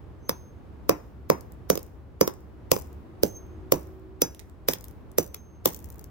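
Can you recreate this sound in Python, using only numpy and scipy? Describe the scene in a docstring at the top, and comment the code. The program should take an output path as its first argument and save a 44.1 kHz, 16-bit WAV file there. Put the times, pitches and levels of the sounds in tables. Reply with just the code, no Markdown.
"""A steel hammer crushes crystal on a concrete slab outdoors, in twelve blows close to the microphone.
Each blow is a crunch of brittle fracture swelling to a crack, with a knock, the damped thud of slab and
ground, the high modal ring of the head and a spray of splinters. The head rebounds, chips skitter down
and the yard's walls reflect the impacts. Behind are far traffic and a thin, high bird-like whistle."""
import sys
import numpy as np
from scipy import signal
from scipy.fft import rfft, irfft, next_fast_len
from scipy.io import wavfile
from scipy.ndimage import map_coordinates

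SR = 44100
rng = np.random.default_rng(int(sys.argv[2]) if len(sys.argv) > 2 else 0)


def transcribe(signal):
    """Save signal, clipped to [-1, 1], as a 16-bit WAV file at the path in sys.argv[1]."""
    frames = np.atleast_2d(signal).T
    limited = np.clip(frames, -1, 1)
    pcm = np.round(limited * 32767).astype(np.int16)
    wavfile.write(sys.argv[1], SR, pcm)


N = 269010
BAND_LIMIT_HZ = 16150
LEAD = SR // 50  # samples kept ahead of each contact
T = np.arange(-LEAD, SR // 2) / SR  # time around a contact [s]
AFTER = np.maximum(T, 0)


def amp(db):
    """Amplitude ratio of a level in decibels."""
    return 10 ** (np.asarray(db) / 20)


def unit_rms(x):
    """Power normalisation to rms 1."""
    return x / np.sqrt(np.mean(x ** 2) + 1e-20)


def burst(x):
    """Energy normalisation: a stereo transient gets the energy of 2 ms at rms 1."""
    return x / np.sqrt(np.sum(x ** 2) / (2 * SR * .002) + 1e-20)


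def along(points, hz):
    """Interpolation of (frequency, value) points on a logarithmic frequency axis."""
    knots_hz, values = np.transpose(points)
    return np.interp(np.log(hz + 1), np.log(knots_hz + 1), values)


def pan(db):
    """Level-difference panning: gains that put the left channel db above the right."""
    return amp([[db / 2], [-db / 2]])


def colour(x, spectrum):
    """Minimum-phase filtering: folding the cepstrum makes the given spectrum causal."""
    n = x.shape[-1]
    m = 2 * next_fast_len(n // 2 + 4096)
    gain = amp(along(spectrum, np.fft.rfftfreq(m, 1 / SR)))
    cepstrum = irfft(np.log(gain))
    cepstrum[1:m // 2] *= 2
    cepstrum[m // 2 + 1:] = 0
    return irfft(rfft(x, m) * np.exp(rfft(cepstrum)), m)[..., :n]


def wobble(rate):
    """Smooth random modulation: a spline through rate knots a second."""
    return map_coordinates(rng.standard_normal(int(N * rate / SR) + 4), [np.arange(N) * rate / SR])


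def add(track, time, sound):
    """Superposition of a sound whose contact falls at the given time."""
    start = round(time * SR) - LEAD
    part = track[:, start:start + len(T)]
    part += sound[:, :part.shape[1]]


# spectrum of far traffic: (frequency [Hz], level [dB])
TRAFFIC_SPECTRUM = [(20, -30.5), (40, -10.5), (68, 1), (110, -7), (170, -13), (350, -15.5), (600, -24.5),
                    (1100, -29), (2000, -39), (4000, -49.5), (9000, -59.5), (15000, -58)]
# likeness of its left and right channels: (frequency [Hz], coherence [0-1])
TRAFFIC_COHERENCE = [(50, .55), (200, .6), (800, .35), (3000, .2), (12000, .1)]
def traffic(level_db=-45):
    """Far traffic is a partly diffuse field: a steady rumble, most coherent in the bass."""
    angle = np.arccos(along(TRAFFIC_COHERENCE, np.fft.rfftfreq(N, 1 / SR))) / 2
    noise = colour(rng.standard_normal((2, N)), TRAFFIC_SPECTRUM)
    mid, side = irfft(rfft(noise) * [np.cos(angle), np.sin(angle)], N)
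    return amp(level_db + 1.3 * wobble(2.544)) * unit_rms(np.array([mid + side, mid - side]))


def engine(peak_db=-51.5, idle_db=-67, hold_s=(3.7, 4.15), swell_db_per_s=8.5, fade_db_per_s=46.5):
    """A far engine's drone: two partials, modulated in level and frequency, swell, hold and recede."""
    drone, t = np.zeros(N), np.arange(N) / SR
    for hz in (318, 372):
        gain = amp(1.1 * wobble(3.5))
        pitch = hz + 5 * wobble(25)
        drone += gain * np.sin(2 * np.pi * np.cumsum(pitch) / SR)
    start, end = hold_s
    drop_db = swell_db_per_s * np.maximum(start - t, 0) + fade_db_per_s * np.maximum(t - end, 0)
    return amp(np.maximum(peak_db - drop_db, idle_db)) * unit_rms(drone)


# bird-like notes: (start [s], length [s], level [dB])
WHISTLE_NOTES = [(0.165, 0.39, -57.5), (3.193, 0.34, -53), (5.245, 0.39, -60)]
def whistles(hz=6370, scoop_hz=450, scoop_s=0.054, waver_hz=17, flutter_db=5.0):
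    """A modulated tone with a weak second harmonic scoops up to its pitch, flutters and fades."""
    out, t = np.zeros(N), np.arange(N) / SR
    for start, length, db in WHISTLE_NOTES:
        age = np.maximum(t - start, 0)
        pitch = hz - scoop_hz * np.exp(-age / scoop_s) + waver_hz * wobble(120)
        phase = 2 * np.pi * np.cumsum(pitch) / SR
        tone = np.sin(phase) + amp(-21) * np.sin(2 * phase)
        swell = np.minimum(age / length / 0.25, 1) ** 2
        fade = amp(-52 * np.maximum(age / length - .55, 0))
        out += amp(db + flutter_db * wobble(30)) * swell * fade * tone
    return out


# full blows: (time [s], crush time scale [s], crack [dB], knock [dB], thud [dB], ring [dB],
# distance off centre [0-1], spray [dB])
HAMMER_BLOWS = [(0.2942, 0.0019, -17, -21, -17, -34, 0.2, -50),
                (0.8946, 0.0017, -14.5, -11.5, -6, -35, 0.87, -50),
                (1.3008, 0.00073, -17, -12, -5, -35, .85, -35),
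                (1.7013, 0.00037, -15, -19.5, -6, -26.5, 0.6, -27),
                (2.2119, .0025, -17, -16, -4, -24.5, 0.7, -29.5),
                (2.717, .0011, -10.5, -17, -6.5, -29, 0.77, -20),
                (3.234, 0.00086, -13, -27, -6.5, -34, 0.1, -29),
                (3.722, 0.0026, -12, -16, -5.5, -30, .05, -32.5),
                (4.2193, 0.0015, -12, -35, -10.5, -21.5, 0.58, -34.5),
                (4.6864, 0.0005, -11.5, -26, -11.5, -29.5, 0.85, -19.5),
                (5.1843, 0.00057, -13.5, -23.5, -8, -27, 0.3, -23),
                (5.6579, 0.00067, -9, -18.5, -11, -39.5, .7, -20)]
def hammer():
    """Impact excitation: each blow drives crystal, slab, ground and head at once."""
    out = np.zeros((2, N))
    for time, crush_s, crack_db, knock_db, thud_db, ring_db, off_centre, spray_db in HAMMER_BLOWS:
        hit = amp(crack_db) * crack(crush_s) + amp(knock_db) * knock() + amp(thud_db) * thud()
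        ground = amp(thud_db - 10.5) * boom()  # the ground follows the slab, more weakly
        add(out, time, in_yard(hit) + ring(ring_db, off_centre) + amp(spray_db) * spray() + ground)
    return out


# spectrum of breaking crystal: (frequency [Hz], level [dB])
CRACK_SPECTRUM = [(600, -7.5), (1800, -6), (2600, -4), (3500, -3.5), (4400, -3), (5100, 2), (6300, -1.5),
                  (8200, -7), (9700, -7), (11600, 0.5), (12700, 2.5), (14000, 3.5), (15600, 4), (17000, -8)]
def crack(crush_s, crunch_db=-18, grit_db=3):
    """Brittle fracture: micro-fractures thicken as the head sinks in, then the crystal gives way."""
    snap = np.exp(-np.abs(T) / (crush_s * np.where(T < 0, .45, .75)))
    crunch = amp(crunch_db) * np.exp(-np.abs(T) / .003)
    fractures = amp(grit_db * rng.standard_normal(len(T))) * rng.standard_normal((2, len(T)))
    return burst(shard_resonances(colour((snap + crunch) * fractures, CRACK_SPECTRUM)))


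def shard_resonances(x, bands=44, uneven_db=2.3):
    """Resonance: every fresh set of fragments imposes its own random peaks and dips."""
    hz = np.linspace(1000, BAND_LIMIT_HZ, bands)
    return colour(x, np.column_stack([hz, uneven_db * rng.standard_normal(bands)]))


# spectrum of steel stopping on concrete: (frequency [Hz], level [dB])
KNOCK_SPECTRUM = [(80, -8.5), (300, 8), (700, -9.5), (1100, 5), (1600, -8), (2600, -1.5), (5000, -33.5),
                  (10000, -71.5)]
def knock(contact_s=0.00013, rattle=0.099, side_db=4, left_lag_s=.00015):
    """The head stops on the slab: a force pulse, roughened by grit, arrives slightly later on the left."""
    push = np.exp(-((T - np.array([[left_lag_s], [0]])) / contact_s) ** 2)
    grit = rattle * (T > 0) * np.exp(-AFTER / 0.0022) * rng.standard_normal((2, len(T)))
    return burst(colour(push + grit, KNOCK_SPECTRUM)) * pan(side_db)


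def thud(hz=450, time_constant_s=0.00072, side_db=-12, left_phase_rad=2.47):
    """Heavily damped oscillation: the slab swings about two cycles, out of phase left and right."""
    age = AFTER / time_constant_s
    pitch = hz * (1 + .015 * rng.standard_normal())
    phase = 2 * np.pi * pitch * AFTER + np.array([[left_phase_rad], [0]])
    swing = age ** 3 * np.exp(-age) * np.cos(phase)
    return burst(swing * pan(side_db))


# spectrum of the shuddering ground: (frequency [Hz], level [dB])
GROUND_SPECTRUM = [(50, -15.5), (110, -6), (165, 0), (250, -6), (330, -1), (430, -11.5), (700, -18.5),
                   (2000, -57)]
def boom(t60=0.15, rise_s=0.0031, side_db=-4, coherence=0.87):
    """Damped vibration: the ground around the slab shudders on, low and dull."""
    common, own = rng.standard_normal(len(T)), rng.standard_normal((2, len(T)))
    shudder = np.sqrt(coherence) * common + np.sqrt(1 - coherence) * own
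    envelope = amp(-60 * AFTER / t60) * (1 - np.exp(-AFTER / rise_s))
    return burst(colour(shudder * envelope, GROUND_SPECTRUM) * pan(side_db))


# modes of the hammer head: (frequency [Hz], t60 [s], roughness [0-1], lingering part [dB])
HEAD_MODES = [(6000, .115, .09, -21), (5100, .1, .24, -17), (11570, .07, .45, -32)]
# excitation of each mode: (level for a centred blow [dB], level for an edge blow [dB])
MODE_EXCITATION = [(-2.5, 0), (-22.5, 1), (-5.5, -7.5)]
def ring(level_db, off_centre, clang_db=13, clang_s=0.0012, linger_t60=0.37):
    """Modal vibration: the head clangs in contact, then rings on; the striking point sets the mix."""
    out = np.zeros((2, len(T)))
    clang = amp(clang_db) * np.exp(-AFTER / clang_s)
    for (hz, t60, roughness, linger_db), (centre_db, edge_db) in zip(HEAD_MODES, MODE_EXCITATION):
        db = level_db + centre_db + (edge_db - centre_db) * off_centre
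        drift = roughness * np.cumsum(rng.standard_normal((2, len(T))), axis=1) / np.sqrt(SR * .001)
        phase = 2 * np.pi * hz * AFTER + [[0], [np.pi / 2]] + drift  # quarter-cycle stereo offset
        decay = clang + amp(-60 * AFTER / t60) + amp(linger_db - 60 * AFTER / linger_t60)
        out += amp(db) * decay * np.sin(phase)
    return out * (1 - np.exp(-AFTER / 0.0004))


# spectrum of a small splinter landing: (frequency [Hz], level [dB])
SPLINTER_SPECTRUM = [(700, -30), (2000, -18.5), (4000, -14), (6500, -4.5), (9000, -7.5), (12000, -6.5),
                     (15000, 3), (17000, -2.5)]
def spray(mean_flight_s=0.039, fade_s=0.066, count=130):
    """Decaying shot noise: splinters tick on the slab, ever fewer and weaker."""
    flight = 0.0021 + rng.exponential(mean_flight_s, count)
    strength = amp(6.5 * np.clip(rng.standard_normal(count), -2, 2)) * np.exp(-flight / fade_s)
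    index = np.minimum(LEAD + (flight * SR).astype(int), len(T) - 1)
    ticks = np.array([np.bincount(index, strength * rng.standard_normal(count), len(T)) for _ in range(2)])
    return burst(shard_resonances(colour(ticks, SPLINTER_SPECTRUM), bands=90, uneven_db=4))


def reverberation(decays, build_s=0.0078):
    """Diffuse reverberation: a fresh stereo noise tail in which each frequency dies at its own rate."""
    hz, t, spectra = signal.stft(rng.standard_normal((2, SR // 2)), SR, nperseg=256)
    decay = amp(-60 * t / along(decays, hz)[:, None])
    tail = signal.istft(spectra * decay, SR, nperseg=256)[1]
    age = np.arange(tail.shape[1]) / SR
    tail *= 1 - np.exp(-(age / build_s) ** 2)
    return tail / np.linalg.norm(tail[0])


# reverberation of the near and of the far walls: (frequency [Hz], t60 [s])
NEAR_DECAY = [(150, 0.2), (500, 0.057), (1500, 0.25), (6000, 0.09), (15000, 0.14)]
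FAR_DECAY = [(150, 0.26), (1000, 0.63), (5000, 0.49), (15000, 0.69)]
# echoes off nearby surfaces: (delay [s], left level [dB], right level [dB])
EARLY_REFLECTIONS = [(.0058, -15, -17), (.0097, -17, -19), (.0158, -19, -29), (.0192, -16, -17.5),
                     (.0305, -26.5, -25.5)]
# colouring of all reflected sound: (frequency [Hz], gain [dB])
YARD_SPECTRUM = [(50, -15.5), (140, -1), (330, -3), (600, -1.5), (850, 7.5), (1200, -5.5), (1700, -2.5),
                 (3500, -6.5), (7000, -6), (16000, -12)]
def in_yard(x, near_db=-9.5, far_db=-19):
    """Convolution with the yard's impulse response adds early reflections and reverberation."""
    response = amp(near_db) * reverberation(NEAR_DECAY) + amp(far_db) * reverberation(FAR_DECAY)
    for delay, left_db, right_db in EARLY_REFLECTIONS:
        response[:, round(delay * SR)] += amp([left_db, right_db])
    return x + signal.fftconvolve(x, colour(response, YARD_SPECTRUM), axes=1)[:, :len(T)]


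def chip(side_db, size, decay_s=0.0012, ping_db=-14):
    """A chip lands with a tick and a tiny ping; its frequencies scale inversely with its size."""
    tick = rng.standard_normal((2, len(T)))
    ping_hz = rng.uniform(6000, 14000) / size
    ping = amp(ping_db) * np.sin(2 * np.pi * ping_hz * AFTER)
    envelope = (T > 0) * np.exp(-AFTER / decay_s)
    spectrum = [(hz / size, db) for hz, db in SPLINTER_SPECTRUM]
    landing = burst(colour(envelope * (tick + ping), spectrum))
    return in_yard(pan(side_db) * landing, near_db=-4.5, far_db=-10.5)


def skitter(time, flight_range_s, level_db, fade_db_per_s, count, scatter_db=1.5, side_db=3, spread_db=4):
    """Random flight times spread out the landings of chips thrown together; late ones tend to be weaker."""
    out = np.zeros((2, N))
    for k, (jitter, loudness, side) in enumerate(zip(rng.random(count), *rng.standard_normal((2, count)))):
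        flight = np.interp(k + jitter, [0, count], flight_range_s)
        db = level_db + scatter_db * loudness - fade_db_per_s * flight
        add(out, min(time + flight, N / SR), amp(db) * chip(side_db + spread_db * side, size=1))
    return out


def small_chips():
    """Fragmentation: each blow throws two chips scaled to its spray; the last shatters the crystal."""
    strays = sum(skitter(time, (.03, .28), spray_db - 16, fade_db_per_s=62.5, count=2)
                 for time, *_, spray_db in HAMMER_BLOWS)
    shower = skitter(HAMMER_BLOWS[-1][0], (0.11, 0.37), level_db=-46, fade_db_per_s=11, count=10)
    return strays + shower


# distinct chip landings: (time [s], level [dB], left minus right [dB], size [small splinter = 1])
CHIP_LANDINGS = [(1.409, -42.5, 3.5, 1.17), (1.521, -45.5, 7, 0.94), (1.792, -39, 7, 1.3),
                 (1.83, -39.5, 0, 1), (2.338, -45.5, 3.5, 0.95), (3.811, -51, 7, 0.58),
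                 (3.871, -54, 8, 1.16), (4.3476, -43, -1.5, 3.9), (4.394, -40, -4, 7),
                 (4.399, -41, -3.5, 8), (4.497, -56, -1.5, 8), (4.842, -35.5, 3, 1.06),
                 (4.8834, -42.5, -5, 1.2), (5.1163, -45, 8, 0.75), (5.746, -32, 3, 1.03),
                 (5.7907, -43, 2, 1.13), (5.8436, -37.5, -1, 1.03), (5.9022, -39, 4, 1.1),
                 (5.9937, -39.5, 3, 1.07), (6.042, -39.5, 1, 1.07)]
def distinct_chips():
    """Discrete impacts: the more prominent ticks of chips landing one by one, a few lower-pitched."""
    out = np.zeros((2, N))
    for time, db, side_db, size in CHIP_LANDINGS:
        add(out, time, amp(db) * chip(side_db, size))
    return out


# lighter contacts as the head bounces or settles: (time [s], crack [dB], knock [dB], thud [dB])
HEAD_REBOUNDS = [(1.7551, -27, -37, -24), (1.7759, -27, -37, -21), (2.2771, -21.5, -23.5, -15.5),
                 (2.7648, -33, -29, -20), (4.7356, -21.5, -37, -29.5), (5.3454, -28.5, -62, -43)]
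def rebounds():
    """Inelastic rebound: the head drops back lightly on the fragments."""
    out = np.zeros((2, N))
    for time, crack_db, knock_db, thud_db in HEAD_REBOUNDS:
        hit = amp(crack_db) * crack(crush_s=.0016) + amp(knock_db) * knock() + amp(thud_db) * thud(hz=407.4)
        add(out, time, in_yard(hit) + ring(crack_db - 26, off_centre=0.88))
    return out


def scene():
    """Linear superposition of everything on and around the slab."""
    return hammer() + rebounds() + distinct_chips() + whistles() + traffic() + engine() + small_chips()


def record(dry):
    """Soft saturation rounds off peaks near full scale; a steep low-pass limits the band."""
    saturated = dry / (1 + np.abs(dry) ** 6) ** (1 / 6)
    hz = np.fft.rfftfreq(N, 1 / SR)
    return irfft(rfft(saturated) / np.sqrt(1 + (hz / BAND_LIMIT_HZ) ** 160), N)


dry = scene()
out = record(dry)
transcribe(out)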